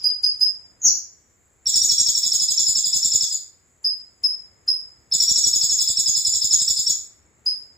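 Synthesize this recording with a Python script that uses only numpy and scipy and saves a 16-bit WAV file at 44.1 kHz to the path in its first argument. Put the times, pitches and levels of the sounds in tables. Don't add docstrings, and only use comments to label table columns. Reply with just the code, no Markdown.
import sys
import numpy as np
from scipy import signal
from scipy.fft import rfft, irfft, next_fast_len
from scipy.io import wavfile
from scipy.ndimage import uniform_filter1d, minimum_filter1d

SR = 44100
rng = np.random.default_rng(int(sys.argv[2]) if len(sys.argv) > 2 else 0)


def invert_db(x):
    u = np.asarray(x, float) / 20
    return 10 ** u


def to_wav(s):
    ch = np.atleast_2d(s).T
    pcm = np.round(np.clip(ch, -1, 1) * 32767)
    wavfile.write(sys.argv[1], SR, pcm.astype(np.int16))


N = 342657


def unit(x):
    return x / np.sqrt(np.mean(np.abs(x) ** 2) + 1e-20)


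def along(points, hz):
    f, v = np.transpose(points)
    return np.interp(np.log(hz + 1), np.log(f + 1), v)


def filtered(x, response):
    m = next_fast_len(N + 8192)
    return irfft(rfft(x, m) * response(np.fft.rfftfreq(m, 1 / SR)), m)[..., :N]


def coloured_noise(points, channels=None):
    white = rng.standard_normal(N if channels is None else (channels, N))
    return unit(filtered(white, lambda hz: invert_db(along(points, hz))))


def blurred(x, down, across):
    return uniform_filter1d(uniform_filter1d(x, size=down, axis=-2), size=across, axis=-1)


# frequency in Hz, level in dB per Hz.
AIR = [(20, -41), (30, -17), (70, -1), (180, -12.5), (390, -13), (850, -19), (2200, -20), (2900, -35.5),
       (4300, -34), (5600, -35.5), (7000, -80.5)]
# frequency in Hz, likeness from 0 to 1.
ALIKE = [(60, .6), (300, 0.7), (1400, 0.061), (5000, 0.18)]
# frequency in Hz, level in dB.
HISS = [(4000, -30), (5600, -31.5), (6500, -17.5), (7000, -6.5), (7800, -2), (8100, -30.5), (15500, -38.5),
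        (16000, -56.5)]


def room_tone():
    half_angle = lambda hz: np.arccos(np.clip(along(ALIKE, hz), -1, 1)) / 2
    split = lambda hz: invert_db(along(AIR, hz)) * [np.cos(half_angle(hz)), np.sin(half_angle(hz))]
    mid, side = filtered(rng.standard_normal((2, N)), split)
    air = unit(np.array([mid + side, mid - side]))
    lull_s, half_s, edge_s = 2.6, 1.6, 0.2
    lull = np.clip(.5 + (half_s - np.abs(np.arange(N) / SR - lull_s)) / edge_s, 0, 1)
    level_db = -61.5 - 3 * lull
    white = rng.standard_normal(N) + 0.39 * rng.standard_normal((2, N))
    hiss = unit(filtered(white, lambda hz: invert_db(along(HISS, hz))))
    return invert_db(level_db) * air * invert_db([[1.2], [-1.2]]) + invert_db(-61) * hiss


def voice(rows, partials, rough=0.):
    s, hz, db = np.transpose(rows)
    t = np.arange(int(s[-1] * SR)) / SR
    drift = uniform_filter1d(uniform_filter1d(rng.standard_normal(4096), size=70), size=50)
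    flutter = unit(drift)[np.arange(len(t)) % 4096]
    phase = 2 * np.pi * np.cumsum(np.interp(t, s, hz) * (1 + rough * flutter)) / SR
    return invert_db(np.interp(t, s, db)) * sum(invert_db(level) * np.sin(k * phase) for k, level in partials)


# frequency in Hz, time to fall 60 dB in seconds.
ROOM = [(3000, 0.4), (5000, 0.37), (8000, 0.36), (15000, 0.35)]
# delay in seconds, level in dB.
WALLS = [
    (.0045, -5.5),
    (.011, -13),
    (.0215, -17),
    (.034, -25.5),
    (.045, -28),
]


def add(mix, s, note, wet_db, pan_db=0.):
    hz, t, z = signal.stft(rng.standard_normal((2, SR // 2)), SR, nperseg=256)
    decay = invert_db(-60 * t / along(ROOM, hz)[:, None]) + invert_db(-51 - 31 * t)
    tail = signal.istft(z * decay, SR, nperseg=256)[1]
    tail = tail * np.clip(np.arange(tail.shape[1]) / (0.017 * SR), 0, 1)
    tail = invert_db(wet_db) * tail / np.linalg.norm(tail[0])
    bright = signal.cheby1(4, .5, 6000, "high", fs=SR)
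    tail = tail - 0.24 * signal.filtfilt(*bright, tail)
    tail[:, 0] = 1
    scatter = rng.uniform(-1.2, 1, (len(WALLS), 2))
    for (lag, db), ear in zip(WALLS, scatter):
        tail[[0, 1], np.round((lag + .0006 * ear) * SR).astype(int)] += invert_db(db)
    at = round(s * SR)
    heard = signal.fftconvolve(note[None], tail, axes=1)[:, :N - at]
    mix[:, at:at + heard.shape[1]] += heard * invert_db([[pan_db / 2], [-pan_db / 2]])


def earlier_chip(mix):
    rows = [(0, 5240, -2), (.01, 4900, -10), (.02, 4700, -27)]
    add(mix, 0, invert_db(-33.0) * voice(rows, [(0.99, 0)]), wet_db=11.0)


# start in seconds, peak in dB, pitch in Hz, second voice in dB, left over right in dB.
CHIPS = [
    (0.043, -11, 4940, -38, 0.5),
    (0.237, -10, 4940, -24, -0.5),
    (0.412, -10, 5044, -25.5, -2),
    (3.847, -13, 5022, -38.5, -0.5),
    (4.2399, -11, 5104, -46, 1),
    (4.6818, -11, 5056, -42.5, -1),
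    (7.464, -12.5, 5018, -35, 0),
]
# multiple of the pitch, level in dB.
CHIP_PARTIALS = [(1, -0.5), (1.419, -41), (2.067, -32.5), (2.84, -45)]
# frequency in Hz, level in dB.
SPLASH = [(2000, -22), (3000, -21), (4300, 1), (6000, 6.5), (8500, 1), (9000, -31)]


def chips(mix):
    breath = coloured_noise(SPLASH)
    length_s, scoop = .035, .86
    for s, db, hz, side_db, pan_db in CHIPS:
        rows = [(0, scoop * hz, -40), (.004, .97 * hz, -12), (.007, hz, -3), (0.36 * length_s, 1.01 * hz, 0),
                (length_s, .995 * hz, -4), (length_s + 0.018, 0.99 * hz, -40)]
        note = voice(rows, CHIP_PARTIALS, rough=0.013)
        note = note + voice(rows, [(1.235, side_db)], rough=.008)
        fade = invert_db(-60 * np.arange(len(note)) / SR / 0.18)
        puff = breath[round(s * SR):][:len(note)] * fade
        add(mix, s - .007, invert_db(db - 1) * (note + invert_db(-31) * puff), wet_db=1.0, pan_db=pan_db)


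# time in seconds, pitch in Hz, level in dB.
HARSH = [
    (0.8144, 6890, -58.5),
    (0.818, 6763, -32),
    (0.837, 6720, -34.5),
    (0.845, 6405, -16),
    (0.867, 6050, -10),
    (0.879, 5230, -24.5),
    (0.901, 4370, -45),
    (.915, 3960, -62.5),
]


def harsh_call(mix):
    start_s = HARSH[0][0]
    call = np.array(HARSH) - [start_s, 0, 0]
    steep = call * [1, 0, 1.6]
    rasp = invert_db(-24.5) * voice(steep + [0, 14900, 0], [(0.99, 0.0017)], rough=0.03)
    rasp += invert_db(-19.5) * voice(steep + [0, 11950, 0], [(0.98, 0.0076)], rough=0.001)
    rasp += invert_db(-4.0) * voice(call * [1, 0, 1] + [0, 6740, 0], [(0.99, 0.0036)], rough=.007)
    add(mix, start_s, voice(call, [(0.98, 0)], rough=0.039) + rasp, wet_db=5.5)


def smear(note, length):
    burst = rng.standard_normal(2048)[:round(length * SR)]
    return signal.fftconvolve(note, burst / np.linalg.norm(burst))


# start in seconds, whistle peak in dB, whistle pitch in Hz.
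TRILL_A = [(1.6643, -11, 5560), (1.7402, -7.5, 5474), (1.813, -10, 5620), (1.8942, -7.5, 5470),
           (1.9797, -10, 5540), (2.0612, -10.5, 5403), (2.1487, -12, 5460), (2.232, -10.5, 5270),
           (2.3177, -11, 5370), (2.397, -12, 5215), (2.4836, -12, 5216), (2.5756, -9, 5463),
           (2.6646, -11.5, 5205), (2.7516, -12, 5330), (2.8402, -13.5, 5130), (2.9297, -11, 5300),
           (3.0274, -11, 5422), (3.1184, -12, 5285), (3.2067, -12, 5360), (3.3087, -20, 4950)]
# start in seconds, whistle peak in dB, whistle pitch in Hz.
TRILL_B = [(5.1211, -11, 5263), (5.2006, -8, 5465), (5.279, -8.5, 5566), (5.3564, -9.5, 5425),
           (5.4386, -8, 5510), (5.5302, -11.5, 5330), (5.6112, -10.5, 5302), (5.6939, -12.5, 5404),
           (5.7872, -10.5, 5240), (5.873, -13, 5156), (5.9693, -11, 5360), (6.059, -11.5, 5213),
           (6.1486, -11.5, 5215), (6.248, -12.5, 5257), (6.3311, -13, 5424), (6.4157, -12, 5255),
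           (6.5073, -11, 5294), (6.5927, -13, 5240), (6.6759, -12, 5380), (6.7664, -13, 5204),
           (6.8658, -11, 5402)]
# multiple of the pitch, level in dB.
WHISTLE_PARTIALS = [(1, 1.5), (2, -37), (3, -35.5)]
# share of its length, pitch in Hz, level in dB.
SLIDE = [(0, 4418, -20.5), (0.153, 4125, -3), (0.499, 3637, -5.5), (0.751, 3400, -4.5),
         (1.001, 3345, -26.5)]
# multiple of the pitch, level in dB.
SLIDE_PARTIALS = [(1, -21.5), (2, 1), (3, -31.5), (4, -27.5)]
# frequency in Hz, level in dB.
BUZZ = [(3100, -40), (3400, -2), (4400, -1), (5400, 6), (5750, -12), (5950, -53)]


def trills(mix):
    buzz = coloured_noise(BUZZ)
    slide_rows = np.array(SLIDE) * [.026, 1, 1]
    slide_lag_s = .0175
    for s, db, hz in TRILL_A + TRILL_B:
        rows = [(0, .95 * hz, -17.5), (.005, .985 * hz, -10.5), (.011, 1.01 * hz, 1.5), (.017, hz, -3.5),
                (.023, 0.67 * hz, -30.5)]
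        whistle = invert_db(db - 4.0) * voice(rows, WHISTLE_PARTIALS, rough=0.011)
        fall_rows = [(0, hz, -3), (.006, .94 * hz, 1), (.013, 0.92 * hz, -17.5), (.016, .8 * hz, -32)]
        fall = invert_db(db - 14) * voice(fall_rows, [(0.97, 0.0048)], rough=0.029)
        slide_db = min(-7, db + 4)
        slide = invert_db(slide_db) * voice(slide_rows, SLIDE_PARTIALS, rough=.024)
        slide[:len(fall)] += fall
        note = np.pad(smear(slide, length=.011), (round(slide_lag_s * SR), 0))
        note[:len(whistle)] += whistle
        air = buzz[round(s * SR):][:len(note)]
        note += invert_db(db - 21) * air * np.hanning(len(note)) ** .5
        add(mix, s - .007, note, wet_db=1.5)


def bird():
    mix = np.zeros((2, N))
    earlier_chip(mix)
    chips(mix)
    harsh_call(mix)
    trills(mix)
    return mix


def scene():
    return bird() + room_tone()


# frequency in Hz, level in dB.
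CAPSULE = [(3000, -16), (5300, -5), (6500, 2.5), (9000, -5.5)]
# frequency in Hz, level in dB.
GRIT = [(150, -30), (400, -1), (1200, -0.5), (3200, -2.5), (3900, -27.5)]


def overload(x):
    thump_db = [(20, -27), (60, 4.5), (200, -2), (700, -12), (2300, -24.0), (2700, -47.0)]
    push = filtered(x, lambda hz: invert_db(along(CAPSULE, hz)))
    thump = filtered(push * push, lambda hz: invert_db(along(thump_db, hz)) * (hz > 9))
    loud = np.abs(uniform_filter1d(x * x, size=1500, axis=1)) ** 0.27
    grit = invert_db([[-51.5], [-48]]) * loud * coloured_noise(GRIT, 2)
    flattened = x / np.sqrt(1 + (x / 1.27) ** 2)
    return flattened + grit + thump * invert_db([[-15], [-11]])


# band number, start in seconds after the first note, length in seconds, dB over the noise.
TRILL_TONES = [(19, .15, .58, 15), (28, .3, .4, 17), (30, .03, .75, 16), (30, 1.38, .42, 17),
               (40, .03, .74, 18), (40, .95, .85, 18)]
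# band number, start in seconds after it, length in seconds, dB over the noise.
CHIP_TONE = (30, -.01, .13, 16)
# band number, start in seconds, length in seconds, dB over the noise.
ODD_TONES = [(19, .78, .22, 19), (34, .83, .1, 18), (26, 1.72, .33, 17), (44, 1.69, .76, 18),
             (32, 2.15, .32, 22), (28, 2.94, .42, 17), (22, 3.95, .48, 13), (22, 4.73, 1., 14)]
# frequency in Hz, level in dB.
TREBLE = [(6000, 9), (8450, -11), (8750, -28.5), (9100, -3.5), (11200, 3), (11650, -53.5), (11950, 2),
          (12100, -7), (12550, -38.5), (12950, 2), (15400, 4.5), (15900, -52)]
# frequency in Hz, spread in dB.
PATCHY = [(6000, -0.5), (8400, 3), (9000, 3.5), (15000, 3)]
# frequency in Hz, likeness from 0 to 1.
TREBLE_ALIKE = [(6000, 1), (8500, 0.89), (10000, 0.67), (15000, 0.43)]


def tone_cues():
    cues = [(trill[0][0], *row) for trill in (TRILL_A, TRILL_B) for row in TRILL_TONES]
    cues += [(chip[0], *CHIP_TONE) for chip in CHIPS]
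    return cues + [(0, *row) for row in ODD_TONES]


def rebuild_treble(x, tone_db=9):
    split_hz, tone_step_hz = 6755, 344.55
    hz, t, z = signal.stft(x, SR, nperseg=256)
    energy = blurred(np.abs(z) ** 2, 2, 6)
    held = np.minimum(np.arange(len(t)) // 6 * 6 + 3, len(t) - 1)
    lean_db = along([(9000, 0.14), (13000, 2.2)], hz)[:, None] * np.array([-1, 1])[:, None, None]
    size = np.sqrt(np.abs(energy[..., held])) * invert_db(along(TREBLE, hz))[:, None] * invert_db(lean_db)

    tiles = rng.standard_normal((len(hz) // 2 + 1, len(t) // 16 + 1))
    tiles = tiles.repeat(2, axis=0).repeat(16, axis=1)[:len(hz), :len(t)]
    share = np.clip(along(TREBLE_ALIKE, hz), 0, 1)[:, None]
    noise = unit(signal.stft(rng.standard_normal((3, N)), SR, nperseg=256)[2])
    fill = np.sqrt(share) * noise[0] + np.sqrt(1 - share) * noise[1:]
    fill = fill * invert_db(along(PATCHY, hz)[:, None] * tiles)

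    tones = np.zeros_like(x)
    for cue, band, lag, lasts, over_db in tone_cues():
        tone_hz = (band + .5) * tone_step_hz
        start, stop = cue + lag, cue + lag + lasts
        k = np.argmin(np.abs(hz - tone_hz))
        span = np.arange(int(start * SR), int(stop * SR))
        gate = np.clip(np.minimum(t - start, stop - t) / 0.023, 0, 1)
        slow = uniform_filter1d(size[:, k], size=3, axis=1) * gate
        level = np.array([np.interp(span / SR, t, ear) for ear in slow])
        tones[:, span] += invert_db(tone_db) * level * np.sin(2 * np.pi * tone_hz * span / SR)
        fill[:, k - 2:k + 3] *= invert_db(-(over_db - 7.5) * gate * np.array([[.4], [.8], [1], [.8], [.4]]))

    treble = signal.istft(size * fill, SR, nperseg=256)[1][:, :N] + tones
    low = lambda f: np.clip((split_hz + 60 - f) / 120, 0, 1)
    high = lambda f: (1 - low(f)) * invert_db(along(TREBLE, f) / 2)
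    return filtered(x + invert_db(-4.5) * tones, low) + filtered(treble, high)


# frequency in Hz, depth in dB.
KEPT = [(600, 68.5), (2500, 53.5), (3300, 74), (3900, 51), (6300, 38), (6600, 67), (8300, 70), (8800, 51)]


def drop_valleys(x, depth_db=6.5, under_db=13):
    hz, t, z = signal.stft(x, SR, nperseg=1024)
    level = 10 * np.log10(np.abs(blurred((np.abs(z) ** 2).mean(0), 4, 3)) + 1e-14)
    below, above = (-minimum_filter1d(-level, size=19, axis=0, origin=o) for o in (9, -9))
    valley = (level < np.minimum(below, above) - depth_db) & (hz > 5500)[:, None]
    foot = (level < above - under_db) & ((hz > 2750) & (hz < 3350))[:, None]
    masked = level < level.max(0) - along(KEPT, hz)[:, None]
    chance = unit(blurred(rng.standard_normal(level.shape), 9, 7))
    busy = level[(hz > 7000) & (hz < 8000)].mean(0) > -62
    exposed = (hz > 800) & (hz < 2900) | (hz > 8700)
    starved = (chance > 1.1) & busy & exposed[:, None]
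    gain = np.where(valley | foot | masked | starved, invert_db(-23), 1)
    return signal.istft(z * gain, SR, nperseg=1024)[1][:, :N]


def low_pass(x):
    return signal.sosfilt(signal.butter(12, 16320, fs=SR, output="sos"), x)


def record(dry):
    rebuilt = rebuild_treble(overload(dry))
    limited = rebuilt / (1 + (rebuilt / .9) ** 4) ** (1 / 4)
    mix = drop_valleys(limited)
    return low_pass(mix)


dry = scene()
out = record(dry)
to_wav(out)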